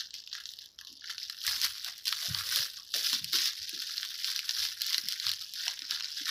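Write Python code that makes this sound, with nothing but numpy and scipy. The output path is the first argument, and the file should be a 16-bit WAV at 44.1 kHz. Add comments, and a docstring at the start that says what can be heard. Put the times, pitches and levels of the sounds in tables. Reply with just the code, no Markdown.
"""Puppies with a crinkly toy

Puppies chew and tug a plush toy lined with crinkly film inside a wooden box, close to a phone.
The film buckles in loud snaps and dense crackle, made of short noise bursts in the film's colour.
Paws thud on the blanket and boards as low rings roughened by noise; the walls add a short noise tail.
The phone's noise suppressor dims every band that falls quiet, and a faint hiss lies over the result."""
import sys
import numpy as np
from scipy import signal
from scipy.fft import rfft, irfft
from scipy.io import wavfile
from scipy.ndimage import uniform_filter1d

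SR = 44100
rng = np.random.default_rng(int(sys.argv[2]) if len(sys.argv) > 2 else 0)


def bounce(signal):
    """Save signal as a 16-bit WAV file at the path given by the first command-line argument."""
    frames = np.transpose(np.atleast_2d(signal))
    limited = np.clip(frames, -1, 1)
    pcm = np.round(limited * 32767).astype(np.int16)
    wavfile.write(sys.argv[1], SR, pcm)


N = 277830  # length in samples


def amp(db):
    """Amplitude factor for a level in dB."""
    return 10 ** (np.asarray(db) / 20)


def evened(x):
    """Signal scaled to an RMS of one."""
    return x / np.sqrt(np.mean(x ** 2) + 1e-20)


def read(points, hz):
    """Curve through (Hz, value) points, straight on a logarithmic frequency axis."""
    f, value = np.transpose(points)
    return np.interp(np.log(hz + 1), np.log(f + 1), value)


def causal(db, size=2048):
    """Impulse response with the given gain in dB and no ringing before the blow (minimum phase)."""
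    mirrored_db = np.r_[db, db[-2:0:-1]]
    log_gain = np.log(amp(np.maximum(mirrored_db, -100)))
    spectrum = np.exp(np.conj(signal.hilbert(log_gain)))
    return np.fft.ifft(spectrum).real[:size]


def smooth(x, size):
    """Noise slowed down to about one change in every size samples, at an RMS of one."""
    return evened(uniform_filter1d(uniform_filter1d(x, size), size))


def add(mix, s, sound):
    """Mix a sound in at s seconds, cut off at the end of the mix."""
    part = mix[round(s * SR):][:len(sound)]
    part += sound[:len(part)]


def film_parts():
    """Impulse responses of the deep, middle and fine parts of the film's colour, each of unit energy."""
    # Colour of the film heard through the microphone port. Each row: frequency in Hz, gain in dB.
    film_colour = [(300, -33.5), (600, -29), (1000, -13), (1800, -7.5), (2300, -13), (3000, -5.5),
                   (4300, 0), (5500, -2), (6600, -16), (9300, -22), (11200, -15), (15300, -19.5),
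                   (16000, -51.5)]
    hz = np.fft.rfftfreq(4096, 1 / SR)
    colour_db = read(film_colour, hz)
    deep = 1 / (1 + (hz / 2300) ** 12)
    fine = 1 / (1 + (7200 / (hz + 1)) ** 10)
    middle = np.sqrt(1 - deep) - fine
    parts = []
    for share in (deep, middle, fine):
        part = causal(colour_db + 10 * np.log10(np.abs(share) + 1e-9))
        parts.append(part / np.linalg.norm(part))
    return parts


def tug_levels():
    """Deep, middle and fine crackle levels in dB: each tug swells, peaks and fades; their powers add."""
    # Bites and tugs on the toy. Each row: strongest moment in seconds, swell in seconds, fade in seconds,
    # middle crackle level in dB, large creases under 2.3 kHz in dB re middle,
    # fine creases over 7.2 kHz in dB re middle.
    tug_rows = [(0.0, .01, 0.065, -35.5, -10.5, -16), (.142, 0.023, 0.11, -43, -12, -16),
                (0.352, 0.094, 0.14, -42, -7, -16), (.5, 0.17, .1, -47.5, -22, -8),
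                (.62, 0.13, 0.089, -49, -6, -13), (.795, 0.011, 0.06, -48.5, -7, -9),
                (0.88, 0.057, 0.18, -49, -20, -12), (1.025, 0.053, 0.049, -46.5, -1.5, -32),
                (1.102, 0.064, 0.061, -37, -8, -13.5), (1.231, 0.064, 0.052, -38, -15, -14.5),
                (1.309, 0.045, 0.36, -48, -7.5, -10), (1.486, 0.069, 0.22, -31, -10, -8),
                (1.642, 0.04, 0.063, -29.5, -12.5, -7), (1.77, 0.091, 0.4, -42, -12, -13),
                (1.868, 0.024, 0.033, -34, -8, -9.5), (2.06, 0.0061, 0.18, -34, -11, -9),
                (2.26, 0.18, 0.16, -34.5, -12.5, -7.5), (2.36, 0.023, 0.29, -37, -7.5, -5),
                (2.573, 0.15, 0.15, -30, -15.5, -8), (2.765, 0.0088, 0.087, -43, -18, -20),
                (2.954, 0.027, .12, -29, -15, -8), (3.048, 0.031, 0.13, -30.5, -16.5, -8.5),
                (3.145, 0.18, 0.071, -30.5, -18, -14), (3.26, 0.047, 0.13, -45, -36, -10),
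                (3.343, 0.027, 0.19, -27.5, -14.5, -11), (3.48, 0.18, 0.0333, -31.5, -21.5, -12),
                (3.608, 0.081, 0.22, -40.5, -33, -13.5), (3.831, 0.38, 0.58, -39, -11.5, -14),
                (3.991, 0.22, 0.34, -42, -14, -8.5), (4.277, 0.18, 0.24, -34.5, -13, -10),
                (4.501, 0.11, 0.18, -45, -5, -4.5), (4.631, 0.19, 0.12, -31, -15, -11),
                (4.822, 0.014, .2, -35, -41, -24), (4.935, .2, 0.18, -35.5, -10, -8),
                (5.092, 0.042, .3, -37.5, -12.5, -11.5), (5.285, 0.083, 0.088, -33, -13, -11),
                (5.412, 0.014, 0.045, -35, -20, -11.5), (5.54, 0.089, 0.12, -46.5, -11.5, -16),
                (5.669, .25, 0.15, -35, -12.5, -13), (5.86, .1, 0.084, -46, -9.5, -29),
                (5.924, 0.06, 0.14, -35, -10, -15), (6.122, 0.37, 0.053, -40, -14, -14.5),
                (6.176, 0.037, 0.12, -35, -13.5, -14.5), (6.287, 0.062, 0.27, -33, -8.5, -10)]
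    rest_db = np.array([[-92], [-91], [-70]])  # the toy at rest: deep, middle and fine
    ends_db = -15  # level one swell before and one fade after the strongest moment, re that moment
    t = np.arange(N // 64 + 2) * 64 / SR
    power = amp(rest_db) ** 2
    for s, swell, fade, db, deep_db, fine_db in tug_rows:
        away = np.where(t < s, (s - t) / swell, (t - s) / fade)
        part_db = np.array([[deep_db], [0], [fine_db]])
        power = power + amp(db + ends_db * away + part_db) ** 2
    return [np.interp(np.arange(N) / SR, t, 10 * np.log10(p)) for p in power]


def buckles(sizes, t60, colour_db, count=30):
    """Every blow in the train plays one of count short bursts, each crease with a colour of its own."""
    t, out = np.arange(512) / SR, np.zeros(N)
    shape = rng.integers(0, count, N)  # which burst a blow at each sample would play
    bursts = rng.standard_normal((count, len(t))) * amp(-60 * t / t60)
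    bumps = uniform_filter1d(rng.standard_normal((count, 257)), size=24, axis=1)
    colours = colour_db * evened(bumps)
    for k in range(count):
        burst = np.convolve(bursts[k], causal(colours[k], size=128))
        burst /= np.linalg.norm(burst)
        out += signal.oaconvolve(sizes * (shape == k), burst)[:N]
    return out


def crackle():
    """Many small buckles of uneven size, coming in clumps over a fabric rustle, all following the tugs."""
    typical_per_s, typical_db = 500, -41  # buckles a second when the middle crackle has this level
    spread_db, rustle_db = 1, -7  # mean rise in buckle size; rustle re buckles
    levels = tug_levels()
    # a harder tug buckles more creases a second
    rate = typical_per_s * amp(.6 * np.maximum(levels[1] - typical_db, -12))
    clumps_db = 1.05 * smooth(rng.standard_normal(N), 250)
    sizes = amp(spread_db * np.minimum(rng.exponential(1, N), 5.5))
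    sizes *= rng.random(N) < rate / SR  # buckles fall at random moments
    sizes *= np.sqrt(typical_per_s / rate)  # denser crackle stays equally loud; the tugs set the level
    film = evened(buckles(sizes, t60=.004, colour_db=6.5))
    drive = film + amp(rustle_db) * rng.standard_normal(N)
    drive = evened(drive * amp(clumps_db))
    out = np.zeros(N)
    for level, part in zip(levels, film_parts()):
        out += signal.oaconvolve(drive * amp(level), part)[:N]
    return out


def hiss():
    """Faint electronic noise of the phone, strongest in the bass."""
    # Steady hiss. Each row: frequency in Hz, relative spectral level in dB per Hz.
    hiss_colour = [(25, -40), (50, 3.5), (85, 1.5), (200, -6), (800, -13), (4000, -15.5), (9000, -28),
                   (15000, -31)]
    level_db = -73.5  # RMS
    z = rfft(rng.standard_normal(N)) * amp(read(hiss_colour, np.fft.rfftfreq(N, 1 / SR)))
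    return amp(level_db) * evened(irfft(z, N))


def snaps():
    """Loud buckles: a sharp noise burst across the whole band, heard through the film's three parts."""
    # Single loud buckles of the film. Each row: start in seconds, peak of the middle part in dB,
    # deep part in dB re middle peak, fine part in dB re middle peak.
    snap_rows = [(0.0073, -19.5, -28, -19), (0.1071, -30.5, -46, -46), (0.141, -27.5, -9.5, -9),
                 (0.2024, -36, -32, -19), (0.2387, -33, -41, -39), (0.275, -28.5, -5, -12),
                 (0.329, -23, -11, -21), (0.3519, -26, -4, -10), (0.4557, -23, -24, -19),
                 (0.4904, -26, -36, -17), (0.5368, -29.5, -43, -12), (0.5885, -27, -12, -13.5),
                 (0.659, -34, -34, -7), (0.7883, -29, -6, -15), (0.812, -32.5, -2.5, -4),
                 (0.849, -34, -17, -6), (0.871, -30.5, -12, -10), (0.927, -39, -25, 1),
                 (1.101, -28.5, -5.5, -12), (1.181, -22.5, -25, -20), (1.2982, -22, -10, -10),
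                 (1.4155, -27, -34, -23), (1.4663, -18.5, -21, 0), (1.491, -24, -32, -12),
                 (1.6155, -14.5, -38, -7), (1.644, -20, -30, -7.5), (1.846, -19.5, -45, -5.5),
                 (1.9804, -35.5, -27, 3), (2.0553, -22.5, -11.5, -3), (2.0708, -15, -30, -15),
                 (2.08, -13, -29, -10), (2.0894, -20.5, -29, -15), (2.1261, -16, -4.5, -7),
                 (2.347, -15, -36, -21), (2.3869, -19.5, -25, -26), (2.5237, -26.5, -1, 7),
                 (2.5598, -13, -36, 0), (2.5884, -19, -16, -15), (2.9396, -17.5, -10, -16),
                 (2.9467, -16.5, -35, -16), (3.0691, -20, -17, -12), (3.1303, -15, -14, -8),
                 (3.244, -19, -43, -3.5), (3.332, -16, -16.5, -7), (3.345, -25, -41, -19),
                 (3.386, -18, -21, -17), (3.4572, -13, -27.5, -14), (3.6782, -31, -25, -19),
                 (3.6935, -22, -38, -5.5), (3.8198, -30.5, -3, 2), (3.872, -24, -36, -10),
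                 (3.9802, -14.5, -40, -31), (4.0306, -17, -13.5, -34), (4.0503, -25, -10, -7),
                 (4.245, -14.5, -19, -30), (4.3026, -20.5, -28, -17), (4.3616, -19, -32, -8),
                 (4.3915, -17, -10, -11), (4.4927, -14.5, -14, -32), (4.5093, -17.5, -32, -10),
                 (4.6505, -20, -57, -19), (4.8088, -23.5, -18, -11), (4.818, -13.5, -48, -5.5),
                 (4.8662, -26, -32, 3.5), (4.9307, -15, -41, -15), (4.9444, -12.5, -20.5, -32),
                 (4.9811, -11, -26, -10), (5.0858, -17.5, -24, -3.5), (5.1232, -19, -33, -7),
                 (5.1992, -20, -21, -14), (5.2427, -29.5, -3.5, -15), (5.267, -13, -21, -15),
                 (5.283, -19, -31, -33), (5.2925, -14, -31, -9), (5.3162, -16.5, -38, -8),
                 (5.336, -21.5, -15, -6), (5.537, -25.5, -16, -3.5), (5.667, -37, 4, -20),
                 (5.68, -13.5, -22, -25), (5.7914, -26, -34, -14), (5.82, -22, -16.5, -27.5),
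                 (5.9092, -16, -17.5, -11), (6.0071, -22.5, -8.5, -17), (6.044, -19, -32, -26),
                 (6.2557, -21.5, -43, -26)]
    t60 = .007  # seconds for the burst to fall 60 dB
    out, t, parts = np.zeros(N), np.arange(600) / SR, film_parts()
    bursts = rng.standard_normal((len(snap_rows), len(t))) * amp(-60 * t / t60)
    for (s, db, deep_db, fine_db), burst in zip(snap_rows, bursts):
        for part, part_db in zip(parts, (db + deep_db, db, db + fine_db)):
            sound = signal.fftconvolve(burst, part)[:len(part)]
            add(out, s, amp(part_db) * sound / np.abs(sound).max())
    return out


def box(x):
    """Wooden walls return a short, dense tail that keeps turning between three noise patterns."""
    t60, gap = .07, .002  # seconds to fall 60 dB; seconds before the tail begins
    wall_hz = 7000  # the soft floor and walls swallow the treble above this
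    t, out = np.arange(SR // 4) / SR, np.zeros(N)
    turn = np.pi * 9 * np.arange(N) / SR  # 4.5 turns a second
    tails = rng.standard_normal((3, len(t))) * amp(-60 * t / t60) * (t > gap)
    for k, tail in enumerate(tails):
        share = np.sqrt(2 / 3) * np.cos(turn + k * np.pi / 3)  # the three powers always sum to one
        out += signal.oaconvolve(x * share, tail / np.linalg.norm(tail))[:N]
    return signal.lfilter(*signal.butter(1, wall_hz, fs=SR), out)


def thuds():
    """Soft blows: a low ring whose size and phase are shaken by the cloth, which smears it into a band."""
    # Paws, bodies and cloth landing or dragging. Each row: start in seconds, level in dB,
    # settled pitch in Hz, time to fall 60 dB in seconds, roughness from 0 (clean ring) to 1 (muffled scuff).
    thud_rows = [(.786, -49.5, 1067, 0.64, 0.79), (0.885, -54.5, 268, 0.31, 0.85),
                 (1.468, -50.5, 79.7, 0.44, 1), (1.489, -49.5, 732, 0.24, 1), (1.575, -50.5, 304, 0.077, 1),
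                 (1.62, -59, 89, 0.76, 1), (1.86, -43.5, 666, 0.17, 0.68), (2.22, -48, 626, 0.39, 0.84),
                 (2.284, -29.5, 122, 0.2, 1), (2.311, -40, 92, 0.18, 0.16),
                 (2.341, -40.5, 1106, 0.19, 0.77), (2.365, -47, 93, 0.46, 0.66),
                 (2.43, -55.5, 509, 0.68, 0.65), (2.559, -50.5, 558, 0.41, 0.74), (2.593, -44, 117, 0.1, 1),
                 (2.774, -45, 1100, 0.21, 0.8), (2.94, -44, 536, 0.26, 0.95),
                 (2.953, -50.5, 250, 0.14, 0.93), (3.119, -47.5, 251, 0.3, 1), (3.21, -43.5, 145, 0.33, 1),
                 (3.331, -43, 327, 0.25, 0.64), (3.592, -52, 88, 0.18, 0.77), (3.728, -46.5, 298, 0.21, 1),
                 (4.579, -56, 81.5, 0.51, 0.2), (4.63, -49.5, 803, 0.15, 0.82),
                 (4.859, -57, 1000, 0.2, 0.6), (4.975, -49, 304, 0.11, 0.85), (5.036, -47, 179, 0.14, 1),
                 (5.262, -50.5, 96, 0.36, 0.73), (5.408, -44, 736, 0.075, 0.86),
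                 (5.409, -41.5, 1223, 0.1, .7), (5.665, -55.5, 521, 0.34, 0.94),
                 (5.667, -40, 883, 0.16, 0.99), (5.815, -50.5, 1250, 0.29, 0.51),
                 (5.813, -47.5, 263, 0.091, 0.7), (6.206, -45, 275, 0.12, 0.42)]
    out, t = np.zeros(N), np.arange(SR // 2) / SR
    rise = 1 - np.exp(-t / .006)
    noises = rng.standard_normal((len(thud_rows), 2, len(t)))
    for (s, db, hz, t60, rough), (a, b) in zip(thud_rows, noises):
        hold = int(1.3 * SR / hz)  # the shake lasts about one cycle
        shake = (smooth(a, hold) + 1j * smooth(b, hold)) / np.sqrt(2)
        glide = 1 + 0.083 * np.exp(-t / 0.029)  # starts 8.3 % sharp, then settles
        turns = np.cumsum(hz * glide) / SR
        wobble = np.sqrt(1 - rough ** 2) + rough * shake
        ring = (wobble * np.exp(2j * np.pi * turns)).imag
        add(out, s, amp(db - 60 * t / t60) * rise * ring)
    return out


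def scene():
    """The toy, its return from the box and the thuds, as one channel."""
    box_db = -7.5  # box send re the direct toy
    toy = crackle() + snaps()
    return (toy + amp(box_db) * box(toy) + thuds())[None]


def record(dry):
    """The suppressor dims bands whose recent power is near or under the quiet level; then hiss and band limit."""
    # Level at which the suppressor halves a band's amplitude. Each row: frequency in Hz, level in dB.
    quiet_levels = [(300, -77.5), (700, -69.5), (1200, -65), (2200, -66), (4500, -90), (8000, -84.5),
                    (14000, -84)]
    close_s, edge_hz = .07, 16990  # time constant of the recent power; upper band limit
    hz, t, z = signal.stft(dry[0], SR, nperseg=512, noverlap=384)
    power = uniform_filter1d(np.abs(z) ** 2, size=2, axis=0)
    keep = np.exp(-128 / SR / close_s)
    averaged = signal.lfilter([1 - keep], [1, -keep], power, axis=1)
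    recent = np.maximum(averaged, 0.13 * power)  # opens at once, closes slowly
    quiet_power = amp(read(quiet_levels, hz))[:, None] ** 2
    gain = recent ** 2 / (recent ** 2 + quiet_power ** 2)
    kept = signal.istft(z * gain, SR, nperseg=512, noverlap=384)[1][:N]
    band_limit = signal.firwin(511, edge_hz, window=("kaiser", 9), fs=SR)
    return signal.oaconvolve(kept + hiss(), band_limit, "same")[None]


dry = scene()
out = record(dry)
bounce(out)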